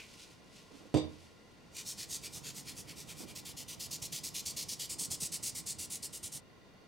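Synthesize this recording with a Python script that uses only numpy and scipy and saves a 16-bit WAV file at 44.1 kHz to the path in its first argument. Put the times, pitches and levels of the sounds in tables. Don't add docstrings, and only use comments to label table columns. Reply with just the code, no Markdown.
import sys
import numpy as np
from scipy import signal
from scipy.fft import rfft, irfft, next_fast_len
from scipy.io import wavfile
from scipy.ndimage import uniform_filter1d

SR = 44100
rng = np.random.default_rng(int(sys.argv[2]) if len(sys.argv) > 2 else 0)


def store_wav(level_fs):
    pcm = np.round(np.clip(np.atleast_2d(level_fs), -1, 1) * 32767)
    wavfile.write(sys.argv[1], SR, pcm.T.astype(np.int16))


N = 303021
SIZE = next_fast_len(N, True)
HZ = np.fft.rfftfreq(SIZE, 1 / SR)
TIME = np.arange(N) / SR

# frequency in Hz, level in dB.
AIR_COLOUR = [(20, -17), (45, -5.5), (90, -3), (150, -1), (220, -1), (450, -8), (600, -9), (850, -13.5),
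              (1250, -21.5), (1700, -20.5), (5000, -24.5), (6800, -30.5), (10000, -35.5), (15500, -41)]
# centre in Hz, width in Hz, boost in dB.
AIR_RESONANCES = [(460, 62, 4), (1054, 120, 10.5), (1406, 103, 11), (1970, 205, 10), (2390, 120, 5),
                  (2804, 94, 10.5), (3620, 260, 6), (4500, 250, 7.5), (6070, 180, 7.5)]
# frequency in Hz, seconds to fall 60 dB.
ROOM_DECAY = [(80, 0.55), (300, 0.42), (1000, 0.5), (4000, 0.3), (12000, 0.11)]
# peak time, rise and fall in seconds, level in dB.
GLOVE_BRUSHES = [(0.005, 0.02, 0.077, -56.5), (0.14, 0.08, 0.14, -58.5), (0.228, 0.036, 0.03, -54),
                 (0.32, 0.04, 0.04, -63.5), (0.575, 0.05, 0.06, -58), (0.77, 0.086, 0.1, -63),
                 (1.25, 0.2, 0.06, -64.5)]
# time in seconds, level in dB.
SOFT_BUMPS = [(0.713, -47), (0.744, -50.5), (0.806, -46), (0.83, -52), (0.857, -51), (3.206, -40),
              (3.235, -47)]
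# frequency in Hz, level in dB.
RUSTLE_COLOUR = [(880, -34), (1500, -10), (1680, -28), (1930, -10), (2430, -1.5), (3930, -2), (5350, -2.5),
                 (9720, -11), (15000, -25)]
BURST_COLOUR = [(1700, -22.5), (2200, -13), (2450, -7), (2750, -14), (5000, -39)]
BUMP_COLOUR = [(60, -29), (170, -8), (320, -4.5), (600, -20), (1500, -29.5), (4000, -58)]
# time in seconds, thud in dB, clink in dB.
BOTTLE_CONTACTS = [(.9420, 0, 3), (0.946, 0, 0.5), (0.949, 2.5, -27), (0.9586, -4, -4), (.9620, -5, -19),
                   (0.9683, -4.5, -8), (0.9724, -2.5, 2.5), (0.9759, -12, -2), (0.9854, -19, -8)]
# frequency in Hz, level in dB, seconds to fall 60 dB.
TABLE_MODES = [(86.5, -12.5, 0.76), (102, -25, .25), (135, 8, 0.15), (159, -18, 0.35), (309.1, -7, 0.33),
               (366, -5, 0.24), (397, -10, 0.27), (451, -8.5, 0.34), (502, -6, 0.18), (548, -14, 0.22),
               (608, -14.5, 0.29), (648, -18, .28), (757, -18, 0.16), (853, -21, 0.2), (950, -21, 0.21),
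               (1068, -17.5, 0.17), (1188, -25, 0.19)]
GLASS_MODES = [(2020, -4, .06), (2275, -4, 0.05), (3545, -1, 0.15), (3620, -1, 0.1), (3706, -4, 0.13),
               (4710, -1.5, 0.13), (4800, -7, .08), (5518, -10, .11), (5992, -8.5, 0.09), (7354, -12, .1),
               (8258, -15, .12), (8489, -13.5, 0.11)]
# frequency in Hz, level in dB.
THUD_COLOUR = [(12, -49), (30, -20), (55, -7), (90, 4), (130, 6.5), (200, -2), (330, 0), (600, -14),
               (1100, -22.5), (1500, -39), (4000, -101)]
CLACK_COLOUR = [(700, -26), (1400, -12), (2100, 0.5), (3600, -1), (4500, -3), (8500, -10), (12000, -20),
                (14000, -27), (15500, -40)]
# frequency in Hz, level in dB.
RUMBLE_COLOUR = [(18, -47), (30, -10), (70, -2), (146, 3.5), (188, 0.5), (214, -6), (305, -3), (374, -10),
                 (415, -8), (573, -14.5), (1000, -16.5), (1300, -21), (2200, -120)]
# time in seconds, level in dB.
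TOY_ROCKS = [(2.15, -49), (2.375, -48), (2.79, -50), (4.03, -50), (4.255, -62), (5.012, -44.5),
             (5.115, -45.5), (5.222, -43), (6.355, -52.5)]
# start in seconds, length in seconds, level in dB.
RAG_STROKES = [(1.75, 0.075, -46.5), (1.859, 0.075, -43), (1.975, 0.076, -45.5), (2.096, 0.082, -42.0),
               (2.226, 0.058, -47.5), (2.326, 0.07, -47.5), (2.438, 0.078, -47), (2.552, 0.06, -47.0),
               (2.661, 0.065, -49.5), (2.765, 0.056, -48.5), (2.874, 0.059, -52.5), (2.965, 0.072, -51),
               (3.078, 0.059, -51), (3.163, 0.084, -52.5), (3.274, 0.053, -55.5), (3.354, 0.052, -48.5),
               (3.452, 0.073, -50.5), (3.569, 0.069, -48.5), (3.681, 0.07, -48), (3.797, 0.073, -45.0),
               (3.91, 0.059, -42.5), (4.02, 0.053, -43.0), (4.122, 0.073, -42.5), (4.237, 0.057, -43),
               (4.344, 0.069, -42.5), (4.457, 0.064, -40), (4.566, 0.074, -41), (4.687, 0.06, -41),
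               (4.795, 0.07, -43), (4.895, 0.054, -41.5), (4.987, 0.079, -39), (5.105, 0.056, -39.5),
               (5.204, 0.074, -38.5), (5.32, 0.059, -41), (5.428, 0.078, -39), (5.55, 0.063, -42.5),
               (5.662, 0.073, -41), (5.787, 0.075, -43.5), (5.902, 0.077, -43.5), (6.026, 0.05, -43),
               (6.128, 0.061, -47), (6.231, 0.055, -44), (6.321, 0.067, -46)]
PLACE_CHANGES_S = [3.34, 4.875]
# arch of the speed, rise and fall in seconds,
# swell over the stroke in dB, drag in dB.
PLACE_MOTIONS = [(0.61, 0.025, .022, 0, -14.5), (0.21, 0.0088, .011, -4.2, -19),
                 (0.53, .009, 0.016, -3.5, -21.5)]
PLACE_GRAINS = [(-0.2, 2.5, -2, 7.5), (5, 1, -0.9, -0.5), (1.3, 0.1, 0.1, -6)]
# frequency in Hz, level in dB.
NEAR_COLOUR = [(760, -35), (1300, -12.5), (1410, -5), (1620, -12), (1910, -8.5), (2120, -10), (2310, -10.5),
               (3660, -4.5), (4020, -4), (5790, 0.5), (9170, -2.5), (14700, -11.5), (15800, -12)]
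MIDDLE_COLOUR = [(760, -36), (1300, -28), (1570, -20), (1850, -15), (2590, -11.5), (3890, -5.5), (4510, -2),
                 (6500, -0.5), (8800, -4.5), (9870, -4), (11300, -7.5), (14800, -10), (15800, -13)]
FAR_COLOUR = [(760, -71), (1300, -20), (1620, -17), (1970, -14), (3360, -10), (4020, -9), (4320, -4.5),
              (5730, -4.5), (8090, -1.5), (9370, -1.5), (11000, -9), (15100, -14.5), (15800, -15)]
# centre in Hz, width in Hz, relative strength.
WOOD_RESONANCES = [(2390, 340, 1), (3140, 200, 0.15), (4460, 740, 0.57)]
# frequency in Hz, left-right likeness from 0 to 1.
HISS_LIKENESS = [(1000, 0.66), (3000, 1), (7000, 0.99), (10000, 0.93), (14000, 0.53)]


def gain_of(db):
    return 10 ** (np.asarray(db) / 20)


def unit_rms(x):
    return x / np.sqrt(np.mean(x ** 2) + 1e-20)


def curve(points, hz):
    freqs, values = np.transpose(points)
    return np.interp(np.log(hz + 1), np.log(freqs + 1), values)


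def peaks_db(peaks, hz):
    return sum(db / (1 + (2 * (hz - centre) / width) ** 2) for centre, width, db in peaks)


def add(mix, first, sound):
    part = mix[..., first:first + sound.shape[-1]]
    part += sound[..., :part.shape[-1]]


def touch(peak_s, rise_s, fall_s, db):
    return gain_of(db) * np.exp(-np.maximum((TIME - peak_s) / fall_s, (peak_s - TIME) / rise_s))


def noise(colour_db, likeness, size=SIZE, grit_db=0.):
    snaps = np.repeat(np.minimum(rng.exponential(1, size // 8 + 1), 5), 8)[:size]
    mid, side = rfft(rng.standard_normal((2, size)) * gain_of(grit_db * snaps)) * gain_of(colour_db)
    mid, side = mid * np.sqrt((1 + likeness) / 2), side * np.sqrt((1 - likeness) / 2)
    return unit_rms(irfft(np.array([mid + side, mid - side]), size)[:, :N])


def wander(rate_hz):
    spectrum = rfft(rng.standard_normal(SIZE)) * np.exp(-(HZ / rate_hz) ** 2)
    return unit_rms(irfft(spectrum, SIZE)[:N])


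def impulse(colour):
    log_gain = np.log(gain_of(curve(colour, abs(np.fft.fftfreq(8192, 1 / SR)))))
    pulse = np.fft.ifft(np.exp(np.conj(signal.hilbert(log_gain)))).real[:4096]
    return pulse / np.linalg.norm(pulse)


def ring(modes, scatter=0):
    t = TIME[:SR]
    return sum(gain_of(db - 60 * t / t60) * np.sin(2 * np.pi * (hz * t + scatter * rng.random()))
               for hz, db, t60 in modes)


def bass_to_right(x, corner_hz=656.0, leak=0.1):
    left, right = x * np.ones((2, 1))
    thin = signal.lfilter(*signal.butter(1, corner_hz, "high", fs=SR), left)
    return np.array([thin + leak * (left - thin), right])


def reverb(x, predelay_s, taps_per_s=3000):
    size = SR // 2
    taps = rng.choice([-1., 1.], (2, size)) * (rng.random((2, size)) < taps_per_s / SR)
    hz, t, bands = signal.stft(taps * (TIME[:size] > predelay_s), SR, nperseg=256)
    decay = gain_of(-60 * t / curve(ROOM_DECAY, hz)[:, None])
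    tail = signal.istft(bands * decay, SR, nperseg=256)[1]
    return signal.oaconvolve(x[None], tail / np.linalg.norm(tail[0]), axes=1)[:, :N]


def room_tone(level_db=-59.0):
    colour_db = curve(AIR_COLOUR, HZ) + peaks_db(AIR_RESONANCES, HZ)
    return gain_of(level_db) * noise(colour_db, likeness=0.39)


def glove_rustle(trim_db=1.0, crinkle_db=1.1, stir_db=-73.5):
    stir = gain_of(stir_db) * (TIME < RAG_STROKES[0][0])
    brushes = np.sqrt(stir ** 2 + sum(touch(*row) ** 2 for row in GLOVE_BRUSHES))
    cloth = noise(curve(RUSTLE_COLOUR, HZ), likeness=0.84, grit_db=2.0)
    return cloth * brushes * gain_of(trim_db + crinkle_db * wander(90))


def opening_burst(level_db=-51.5, fall_s=0.048):
    return gain_of(level_db) * noise(curve(BURST_COLOUR, HZ), likeness=0.97) * np.exp(-TIME / fall_s)


def soft_bumps(trim_db=-4.5, rise_s=0.0028, fall_s=0.03):
    dull = bass_to_right(noise(curve(BUMP_COLOUR, HZ), likeness=0.63))
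    return gain_of(trim_db) * dull * sum(touch(s, rise_s, fall_s, db) for s, db in SOFT_BUMPS)


def table_thump(thud_db=-0.5, ring_db=-30.0, room_db=-10.0):
    times, levels_db, _ = np.transpose(BOTTLE_CONTACTS)
    blows = np.zeros(N)
    blows[(times * SR).astype(int)] = -gain_of(levels_db)
    blows = signal.sosfilt(signal.butter(2, [60, 1800], "band", fs=SR, output="sos"), blows)
    thud = signal.oaconvolve(blows, gain_of(thud_db) * impulse(THUD_COLOUR))[:N]
    body = signal.oaconvolve(blows, gain_of(ring_db) * ring(TABLE_MODES))[:N]
    return bass_to_right(thud + body + gain_of(room_db) * reverb(thud, predelay_s=0.017))


def glass_clink(ring_db=-51.0, clack_db=-23.0, grind_s=0.0024):
    ringing, grinding = np.zeros((2, N))
    t = TIME[:SR // 50]
    swell = 1 - np.exp(-TIME[:SR] / grind_s)
    for start, _, db in BOTTLE_CONTACTS:
        grit = rng.standard_normal(len(t)) * np.exp(-t / grind_s)
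        add(grinding, int(start * SR), gain_of(db) * grit / np.linalg.norm(grit))
        add(ringing, int(start * SR), gain_of(ring_db + db) * swell * ring(GLASS_MODES, scatter=1))
    return ringing + signal.oaconvolve(grinding, gain_of(clack_db) * impulse(CLACK_COLOUR))[:N]


def bottle_knock():
    glass = glass_clink()
    return table_thump() + glass + reverb(glass, predelay_s=0.0033)


def hand_pressure(press_s=1.56, settle_s=0.42, ease_s=5.35, ease_db_per_s=4,
                  stop_s=6.38, stop_fade_s=0.027):
    settle = 1 - np.exp(-np.maximum(TIME - press_s, 0) / settle_s)
    ease = gain_of(-ease_db_per_s * np.maximum(TIME - ease_s, 0))
    return settle * ease * np.exp(-np.maximum(TIME - stop_s, 0) / stop_fade_s)


def table_rumble(shudder_db=-53.5, jolt_db=2.0, lumps_db=1.8, rock_rise_s=0.0074, rock_fall_s=0.022):
    starts = np.zeros(N)
    starts[(np.array(RAG_STROKES)[:, 0] * SR).astype(int)] = 1
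    jolts = signal.oaconvolve(starts, signal.windows.hann(2400))[:N]
    shudder = unit_rms(gain_of(jolt_db * jolts + lumps_db * wander(43)))
    rocks = sum(touch(s, rock_rise_s, rock_fall_s, db) for s, db in TOY_ROCKS)
    force = np.hypot(gain_of(shudder_db) * shudder * hand_pressure(), rocks)
    rumble = noise(curve(RUMBLE_COLOUR, HZ), likeness=0.43)
    return bass_to_right(rumble, corner_hz=360.0, leak=0.061) * force


def stroke_colour(hz, db, direction, colour, grain, usual_db=-44.5, fold_db=1.7,
                  rasp_hz=3700.0, sheen_hz=9200.0):
    rasp_db, push_db, sheen_db, wood_db = grain
    lightness_db = usual_db - db
    rasp_db = rasp_db + 0.76 * lightness_db + push_db * direction
    sheen_db = sheen_db + 0.33 * lightness_db
    low_shelf = 1 / (1 + (hz / rasp_hz) ** 8)
    high_shelf = 1 - 1 / (1 + (hz / sheen_hz) ** 16)
    colour_db = curve(colour, hz) + rasp_db * low_shelf + sheen_db * high_shelf
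    colour_db += wood_db * np.tanh(max(rasp_db, 0) / 3) * peaks_db(WOOD_RESONANCES, hz)
    colour_db += fold_db * unit_rms(uniform_filter1d(rng.standard_normal(len(hz)), size=56))
    return colour_db + peaks_db([(1480.0, 700.0, -9.0)], hz)


def rag_stroke(row, direction, colour, motion, grain, drag_s=0.054, snatch_db_per_s=80.0, usual_s=0.08):
    start, length, db = row
    arch, rise_s, fall_s, swell_db, drag_db = motion
    size, middle = 8192, start + length / 2
    first = int(middle * SR - size / 2)
    t, hz = (first + np.arange(size)) / SR, np.fft.rfftfreq(size, 1 / SR)
    colour_db = stroke_colour(hz, db, direction, colour, grain)
    power = gain_of(2 * colour_db)
    body_share = power[(hz > 4000) & (hz < 9500)].sum() / power.sum()
    hiss = noise(colour_db, curve(HISS_LIKENESS, hz), size, grit_db=0.93) / np.sqrt(body_share)
    progress = np.clip((t - start) / length, 0, 1)
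    attack = np.clip((t - start) / rise_s + .5, 0, 1)
    release = np.clip((start + length - t) / fall_s + .5, 0, 1)
    arc = np.exp(arch * (np.sin(np.pi * progress) - 2 / np.pi))
    swell_db -= snatch_db_per_s * (usual_s - length)
    speed = attack * release * arc * gain_of(swell_db * (progress - .5))
    drag = gain_of(drag_db) * np.exp(-((t - middle) / drag_s) ** 4 / 2)
    return first, hiss * gain_of(db) * np.hypot(speed, drag)


def rag_hiss(trim_db=-0.68, flutter_db=1.12, room_db=-8.0, room_width=0.27):
    places = list(zip([NEAR_COLOUR, MIDDLE_COLOUR, FAR_COLOUR], PLACE_MOTIONS, PLACE_GRAINS))
    hiss = np.zeros((2, N))
    for k, row in enumerate(RAG_STROKES):
        place = places[np.searchsorted(PLACE_CHANGES_S, row[0])]
        direction = (-1) ** k
        add(hiss, *rag_stroke(row, direction, *place))
    hiss *= gain_of(trim_db + flutter_db * wander(150))
    echo = reverb(hiss.mean(0), predelay_s=0.005)
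    echo = echo.mean(0) + room_width * (echo - echo.mean(0))
    gate = np.interp(TIME, [6.395, 6.412], [1, 0])
    return gate * (hiss + gain_of(room_db) * echo)


def table_shoves(level_db=-50.0, spread_db=2, mode_hz=81.6, rise_s=0.012):
    starts = np.array(RAG_STROKES)[21::2, 0]
    shoves, t = np.zeros(N), TIME[:SR // 4]
    shoves[(starts * SR).astype(int)] = gain_of(level_db + spread_db * rng.standard_normal(len(starts)))
    sway = t / rise_s * np.exp(1 - t / rise_s) * np.sin(2 * np.pi * mode_hz * t)
    return bass_to_right(signal.oaconvolve(shoves, sway)[:N])


def scene():
    scrubbing = rag_hiss() + table_rumble() + table_shoves()
    handling = glove_rustle() + opening_burst() + soft_bumps()
    return scrubbing + handling + bottle_knock() + room_tone()


def record(dry, cutoff_hz=15900):
    low_pass = signal.firwin(511, cutoff_hz, window=("kaiser", 9), fs=SR)
    return signal.oaconvolve(dry, low_pass[None], "same")


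dry = scene()
out = record(dry)
store_wav(out)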